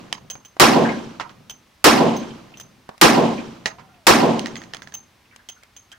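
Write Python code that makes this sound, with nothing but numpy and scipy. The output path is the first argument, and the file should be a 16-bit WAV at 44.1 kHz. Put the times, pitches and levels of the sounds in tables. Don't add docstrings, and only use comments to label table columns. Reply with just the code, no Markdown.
import sys
import numpy as np
from scipy import signal
from scipy.fft import rfft, irfft, next_fast_len
from scipy.io import wavfile
from scipy.ndimage import uniform_filter1d, map_coordinates

SR = 44100
rng = np.random.default_rng(int(sys.argv[2]) if len(sys.argv) > 2 else 0)


def unload_wav(signal):
    wavfile.write(
        sys.argv[1],
        SR,
        np.round(np.clip(np.atleast_2d(signal).T, -1, 1) * 32767).astype(np.int16),
    )


N = 263718
TOP_HZ = 15800


def amp(db):
    return 10 ** (np.asarray(db) / 20)

def unit(x):
    return x / np.sqrt(np.mean(x ** 2) + 1e-20)

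def along(points, hz):
    f, values = np.transpose(points)
    return np.interp(np.log(hz + 1), np.log(f + 1), values)

def clock(size):
    return np.arange(size) / SR

def fade(t, t60):
    return 10 ** (-3 * np.maximum(t, 0) / np.maximum(t60, 1e-3))

def onset(t, rise):
    return 1 - np.exp(-t / rise)

def wobble(rate, size):
    return map_coordinates(rng.standard_normal(2000), [clock(size) * rate], mode="mirror")

def filtered(x, response):
    size = x.shape[-1]
    padded = next_fast_len(size + SR // 8)
    return irfft(rfft(x, padded) * response(np.fft.rfftfreq(padded, 1 / SR)), padded)[..., :size]

def panned(x, db):
    return x * amp(np.reshape([db / 2, -db / 2], (2, -1)))

# f/Hz, side minus mid/dB
DIFFUSE_WIDTH = [(60, -13.5), (110, -12), (200, -12), (380, -2.5), (700, -4.5), (1290, -3.5), (2380, -4),
                 (4400, -5), (8120, -0.5), (15000, -10.5)]
def noise(spectrum, size, width=DIFFUSE_WIDTH):
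    def response(hz):
        mid_db = along(spectrum, hz)
        return amp([mid_db, mid_db + along(width, hz)])
    mid, side = filtered(rng.standard_normal((2, size)), response)
    return unit(np.array([mid + side, mid - side]))

# f/Hz, left minus right/dB
DIFFUSE_LEAN = [(60, -3.5), (110, 1.5), (200, 1), (380, 0.5), (700, -3), (1290, -3.5), (2380, -0.5),
                (4400, -2), (8120, 1), (15000, -2.5)]
def echo(spectrum, decay, rise, hold, lumpy_db, patchy_db, width=DIFFUSE_WIDTH, lean=DIFFUSE_LEAN):
    size = 2 * SR
    hz, t, bands = signal.stft(noise(spectrum, size, width), SR, nperseg=256)
    patches = uniform_filter1d(rng.standard_normal(bands.shape[1:]), size=3, axis=0)
    patches = unit(uniform_filter1d(patches, size=5, axis=1))
    bands = bands * amp(patchy_db * patches) * fade(t - hold, along(decay, hz)[:, None])
    cloud = signal.istft(bands, SR, nperseg=256)[1][:, :size]
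    cloud = cloud * amp(lumpy_db * wobble(140, size)) * onset(clock(size), rise)
    return filtered(cloud, lambda hz: amp([along(lean, hz) / 2, -along(lean, hz) / 2]))

# f/Hz, level/dB
AIR_SPECTRUM = [(15, -42.5), (25, -10), (59, 2.5), (123, 1.5), (161, -7.5), (236, 1.5), (285, -5),
                (476, -10), (1130, -6.5), (1480, -10), (2000, -9), (6050, -16.5), (7310, -22), (16000, -27)]
def country_air():
    level = amp(-58 + 0.53 * wobble(0.86, N))
    return level * noise(AIR_SPECTRUM, N, width=[(30, -5.5), (120, -25), (500, -7), (8000, -6.5)])

def far_tone(crest_s=3.88, half_s=.19, crest_hz=760, sag_hz_per_s2=5200):
    t = clock(N) - crest_s
    hz = crest_hz - sag_hz_per_s2 * np.minimum(np.abs(t), half_s) ** 2
    arch = np.sqrt(np.maximum(1 - (t / half_s) ** 2, 0))
    level = amp(-55.5 + 1.3 * wobble(35, N)) * arch
    return level * np.sin(2 * np.pi * np.cumsum(hz) / SR + .9 * wobble(66, N))

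# f/Hz, level/dB
YARD_SPECTRUM = [(100, -9), (400, -5), (1000, 2), (2000, -3), (3500, -5.5), (5500, -5.5), (8000, -15),
                 (12000, -19.5), (16000, -31.5)]
def shed_echo(sound):
    wall = echo(YARD_SPECTRUM, [(300, 0.23), (8000, 0.14)],
                rise=0.0055, hold=0.0089, lumpy_db=4, patchy_db=2)
    return amp(-18.5) * signal.fftconvolve(sound, wall / np.linalg.norm(wall[0]), axes=1)[:, :N]

# f/Hz, level/dB
THUD_SPECTRUM = [(80, -11), (200, -4), (400, -2), (900, -3), (2000, -14.5), (6000, -26), (15000, -51.5)]
CLICK_SPECTRUM = [(200, -7), (1000, -1), (2200, 1), (3200, 2.5), (5200, -0.5), (7000, -5.5), (10000, -10.5),
                  (16000, -23.5)]
# t/s, level/dB, relative click level/dB
HAND_MOVES = [(0.354, -26.5, -23), (0.567, -30, -25.5), (2.891, -24, -21), (2.979, -43, 3),
              (5.3615, -49, 13), (5.6342, -53, 12.5)]
def grip():
    out, t = np.zeros((2, N)), clock(SR // 3)
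    for s, db, click_db in HAND_MOVES:
        thud = amp(-4.5) * noise(THUD_SPECTRUM, len(t)) * fade(t, 0.035)
        click = amp(click_db) * noise(CLICK_SPECTRUM, len(t)) * fade(t, 0.02)
        add(out, s, amp(db) * (thud + click))
    return out

def add(track, s, sound):
    start = round(s * SR)
    part = sound[:, max(-start, 0):N - start]
    track[:, max(start, 0):][:, :part.shape[1]] += part

def resonance(t, hz, t60, rough):
    return np.sin(2 * np.pi * hz * t + rough * wobble(450, len(t))) * fade(t, t60)

def faint_contacts(count):
    when, level, pitch = rng.random((count, 3)).T
    return list(zip(when * N / SR, -52 + 5 * level, 1910 * 2 ** (pitch - .5)))

# t/s, level/dB, f/Hz
FAR_CONTACTS = [(0.8493, -19.5, 1601), (0.8892, -20.5, 2140), (0.925, -27, 1636), (2.0877, -27.5, 2980),
                (2.136, -32, 2760), (2.3068, -36, 3130), (2.538, -37, 2730), (3.2585, -24.5, 2940),
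                (3.3784, -28.5, 2390), (5.329, -49, 1890), (5.926, -42.5, 1613)]
def clinks():
    out, t = np.zeros((2, N)), clock(SR // 3)
    for s, db, hz in FAR_CONTACTS + faint_contacts(count=16):
        t60 = 0.072 * (2900 / hz) ** 1.6
        white = rng.standard_normal((2, len(t)))
        clatter = unit(filtered(white, lambda f: 1 / (1 + (6 * (f / hz - 1)) ** 2)))
        clink = amp(-6) * resonance(t, hz, t60, rough=0.47) + amp(-5) * clatter * fade(t, t60)
        add(out, s, amp(db) * clink * onset(t, 0.00099))
    return out

# f/Hz, level/dB, T60/s
CASE_MODES = [(6300, -0.5, 0.21), (6210, -6, .18), (2870, -10.5, 0.026), (12590, -37, .09),
              (15420, -27, .1), (15560, -10, .12)]
def case_ring(t, pitch_hz, spin_hz, depth, rough):
    stretch = pitch_hz / CASE_MODES[0][0]
    ring = 0
    for hz, db, t60 in CASE_MODES:
        jitter = rough * np.array([wobble(260, len(t)), wobble(260, len(t))])
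        ring += amp(db) * fade(t, t60) * np.sin(2 * np.pi * hz * stretch * t + jitter)
    tumble = 1 + depth * np.sin(2 * np.pi * spin_hz * rng.uniform(.85, 1.15) * t)
    return ring * tumble * onset(t, 0.00056)

# f/Hz, level/dB
TICK_SPECTRUM = [(200, -8.5), (1000, -3.5), (2200, -6.5), (3100, 3.5), (4200, -8.5), (6000, -3.5),
                 (9000, -13.5), (12000, -18), (16000, -27)]
# t/s, tick level/dB, ring level/dB, ring f/Hz, ping level/dB
LANDINGS = [(0.3008, -21, -29, 6330, -31.5), (0.4497, -32, -43, 6270, -45),
            (1.497, -23.5, -35, 6230, -32.5), (2.1654, -32, -35, 6290, -47), (2.5726, -35, -45, 6160, -55),
            (2.5994, -25.5, -38.5, 6240, -54), (4.5675, -40, -40, 6440, -43), (4.9399, -27, -28, 6300, -58),
            (5.488, -27, -37, 6330, -31), (5.7648, -36, -40, 6400, -45), (5.9173, -34, -58, 6445, -37.5)]
def cases_on_concrete():
    out, t = np.zeros((2, N)), clock(SR // 3)
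    for s, db, ring_db, hz, ping_db in LANDINGS:
        tick = amp(-6.5) * fade(t, 0.0032)
        skitter = amp(-16.5) * fade(t - .014, 0.032) * amp(3.8 * wobble(340, len(t)))
        ring = amp(ring_db) * case_ring(t, hz, spin_hz=33.94, depth=0.4, rough=0.64)
        ping = amp(ping_db) * resonance(t, hz=3160, t60=0.097, rough=.7)
        contact = amp(db) * (tick + skitter) * noise(TICK_SPECTRUM, len(t))
        add(out, s, panned(contact + ring + ping, -2))
    return out

# f/Hz, level/dB
RATTLE_SPECTRUM = [(150, -10), (400, -6), (700, 0.5), (1300, -2), (2200, -3), (3500, -10), (6500, -5),
                   (9000, -13), (15000, -18)]
def knock(db, hz):
    t = clock(SR // 3)
    hardness = np.log2(hz / 1780)
    click = amp(-6 + 2 * hardness) * noise(CLICK_SPECTRUM, len(t)) * fade(t - .001, 0.01)
    body = amp(-4) * resonance(t, hz, t60=34 / hz, rough=1.0)
    rattle = amp(-19.5 - 13 * hardness) * noise(RATTLE_SPECTRUM, len(t))
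    rattle *= fade(t - .013, 0.078) * onset(t, 0.0047)
    lowpass = signal.butter(2, min(3.1 * hz, TOP_HZ), fs=SR, output="sos")
    blow = signal.sosfilt(lowpass, click + body + rattle)
    ring_db = -33 + 0.73 * db + 19 * min(hardness, 0)
    ring = amp(ring_db) * case_ring(t, pitch_hz=6390, spin_hz=24, depth=0.17, rough=0.65)
    return panned(amp(db) * blow + ring, -5)

# t/s, level/dB, f/Hz of the spot, flip time/s (0 = lands flat)
CASE_STRIKES = [(0.127, -12.5, 3020, 0.00028), (1.1984, -14.5, 1110, 0.00091), (1.294, -32.5, 1280, 0.0043),
                (3.658, -5.5, 1870, 0.0041), (3.7848, -33, 985, 0.0095), (4.3935, -18, 2960, 0.00033),
                (4.4593, -17, 1906, 0.01), (4.556, -21.5, 1987, 0.01), (4.6174, -28.5, 1900, .02),
                (4.7362, -19, 1776, 0), (4.7466, -25.5, 3360, .0215), (4.8204, -25, 1713, 0.00033),
                (4.8732, -29, 1770, 0.049)]
def case_knocks():
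    out = np.zeros((2, N))
    for s, db, hz, flip_s in CASE_STRIKES:
        add(out, s, knock(db, hz))
        if flip_s > 0:
            add(out, s + flip_s, knock(db - 5, hz))
    return out

# f/Hz, level/dB
SHED_MODES = [(161, -16), (228, 3), (290, -21.5), (379, -4), (472, -16)]
def shed_boom(rise, hold, t60, drift):
    t = clock(2 * SR)
    modes = sum(amp(db) * np.sin(2 * np.pi * (hz * t + rng.random()) + drift * wobble(31, len(t)))
                for hz, db in SHED_MODES)
    return modes * onset(t, rise) * fade(t - hold, t60)

# f/Hz, level/dB
FIELD_SPECTRUM = [(30, -34.5), (80, -20.5), (120, -6.5), (165, 3), (250, 6), (400, 1.5), (520, 1.5),
                  (700, 2.5), (1050, -2.5), (1400, -23), (3000, -21.5), (7000, -34.5), (15000, -60.5)]
LAND_SPECTRUM = [(30, -14), (80, -7), (140, 4), (220, 0.5), (400, -5.5), (1000, -8), (3000, -18),
                 (6000, -19.5), (9000, -36), (15000, -46)]
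# f/Hz, T60/s
YARD_T60 = [(200, 0.39), (1500, 0.66), (4000, 0.46), (7000, 0.39), (11000, 0.34), (15500, 0.4)]
FIELD_T60 = [(50, 0.66), (200, 0.82), (800, 0.48), (3000, 1), (10000, 0.93)]
def surroundings():
    yard = echo(YARD_SPECTRUM, YARD_T60, rise=0.0027, hold=0.016, lumpy_db=1.1, patchy_db=2)
    field = echo(FIELD_SPECTRUM, FIELD_T60, rise=0.054, hold=0.2, lumpy_db=1.1, patchy_db=0.86)
    land = echo(LAND_SPECTRUM, [(200, 1.93), (4000, 1.2)],
                rise=0.076, hold=0.26, lumpy_db=1.1, patchy_db=3)
    boom = shed_boom(rise=0.042, hold=0.24, t60=.6, drift=0.39)
    return amp(-9.5) * yard + amp(-14.5) * field + amp(-36) * land + amp(-22) * boom

# f/Hz, level/dB
CRACK_SPECTRUM = [(30, -9), (200, -7.5), (1000, -4), (2800, 4.5), (6000, -4), (10000, -7), (16000, -10.5)]
SLAP_SPECTRUM = [(30, -27), (70, -20.5), (150, -4), (230, -5.5), (320, 2.5), (500, 2), (700, -10.5),
                 (1100, -1.5), (1700, -13), (5000, -20.5), (15000, -34)]
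PUNCH_SPECTRUM = [(60, -22), (200, -12), (320, -4.5), (480, -1.5), (650, -12), (1300, -12), (3000, -32.5),
                  (15000, -46.5)]
# f/Hz, side minus mid/dB; and f/Hz, left minus right/dB
EARLY_WIDTH = [(60, -1), (110, -1.5), (200, -9), (380, -8.5), (700, 0), (1290, -4), (2380, -3), (4400, -5),
               (8120, 0.5), (15000, -7.5)]
EARLY_LEAN = [(60, 5), (110, -2.5), (200, -3), (380, 0.5), (700, -7.5), (1290, 0.5), (2380, -4.5),
              (4400, -5), (8120, -3.5), (15000, -0.5)]
# t/s, level/dB, relative crack level/dB
BLASTS = [(-.56, 2.5, 0), (0.5979, 0.5, -2.5), (1.8422, 0, -2), (3.013, 0, -1), (4.0678, -0.5, 0)]
def pistol():
    out, t = np.zeros((2, N)), clock(2 * SR)
    punch = amp(-11) * echo(PUNCH_SPECTRUM, [(200, .05), (4000, 0.026)], rise=.003, hold=0.021,
                            lumpy_db=-4, patchy_db=2.5, width=EARLY_WIDTH, lean=EARLY_LEAN)
    reverberation = surroundings()
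    crack_envelope = fade(t - .005, 0.03) + amp(-11) * fade(t, 0.12)
    for s, db, crack_db in BLASTS:
        slap = amp(-7) * echo(SLAP_SPECTRUM, [(200, 0.13), (4000, .06)], rise=0.0046, hold=0.027,
                              lumpy_db=0.9, patchy_db=1.5, width=EARLY_WIDTH, lean=EARLY_LEAN)
        crack = amp(crack_db - 8.5) * noise(CRACK_SPECTRUM, len(t), EARLY_WIDTH) * crack_envelope
        add(out, s, amp(db) * (panned(crack, -1.1) + reverberation))
        add(out, s + .006, amp(db) * slap)
        add(out, s + .028, amp(db) * punch)
    return out

def scene():
    contacts = case_knocks() + cases_on_concrete() + clinks() + grip()
    return contacts + shed_echo(contacts) + country_air() + pistol() + far_tone()

def record(dry):
    ceiling, hardness = .95, 7
    clipped = dry / (1 + np.abs(dry / ceiling) ** hardness) ** (1 / hardness)
    return filtered(clipped, lambda hz: 1 / np.sqrt(1 + (hz / TOP_HZ) ** 160))


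dry = scene()
out = record(dry)
unload_wav(out)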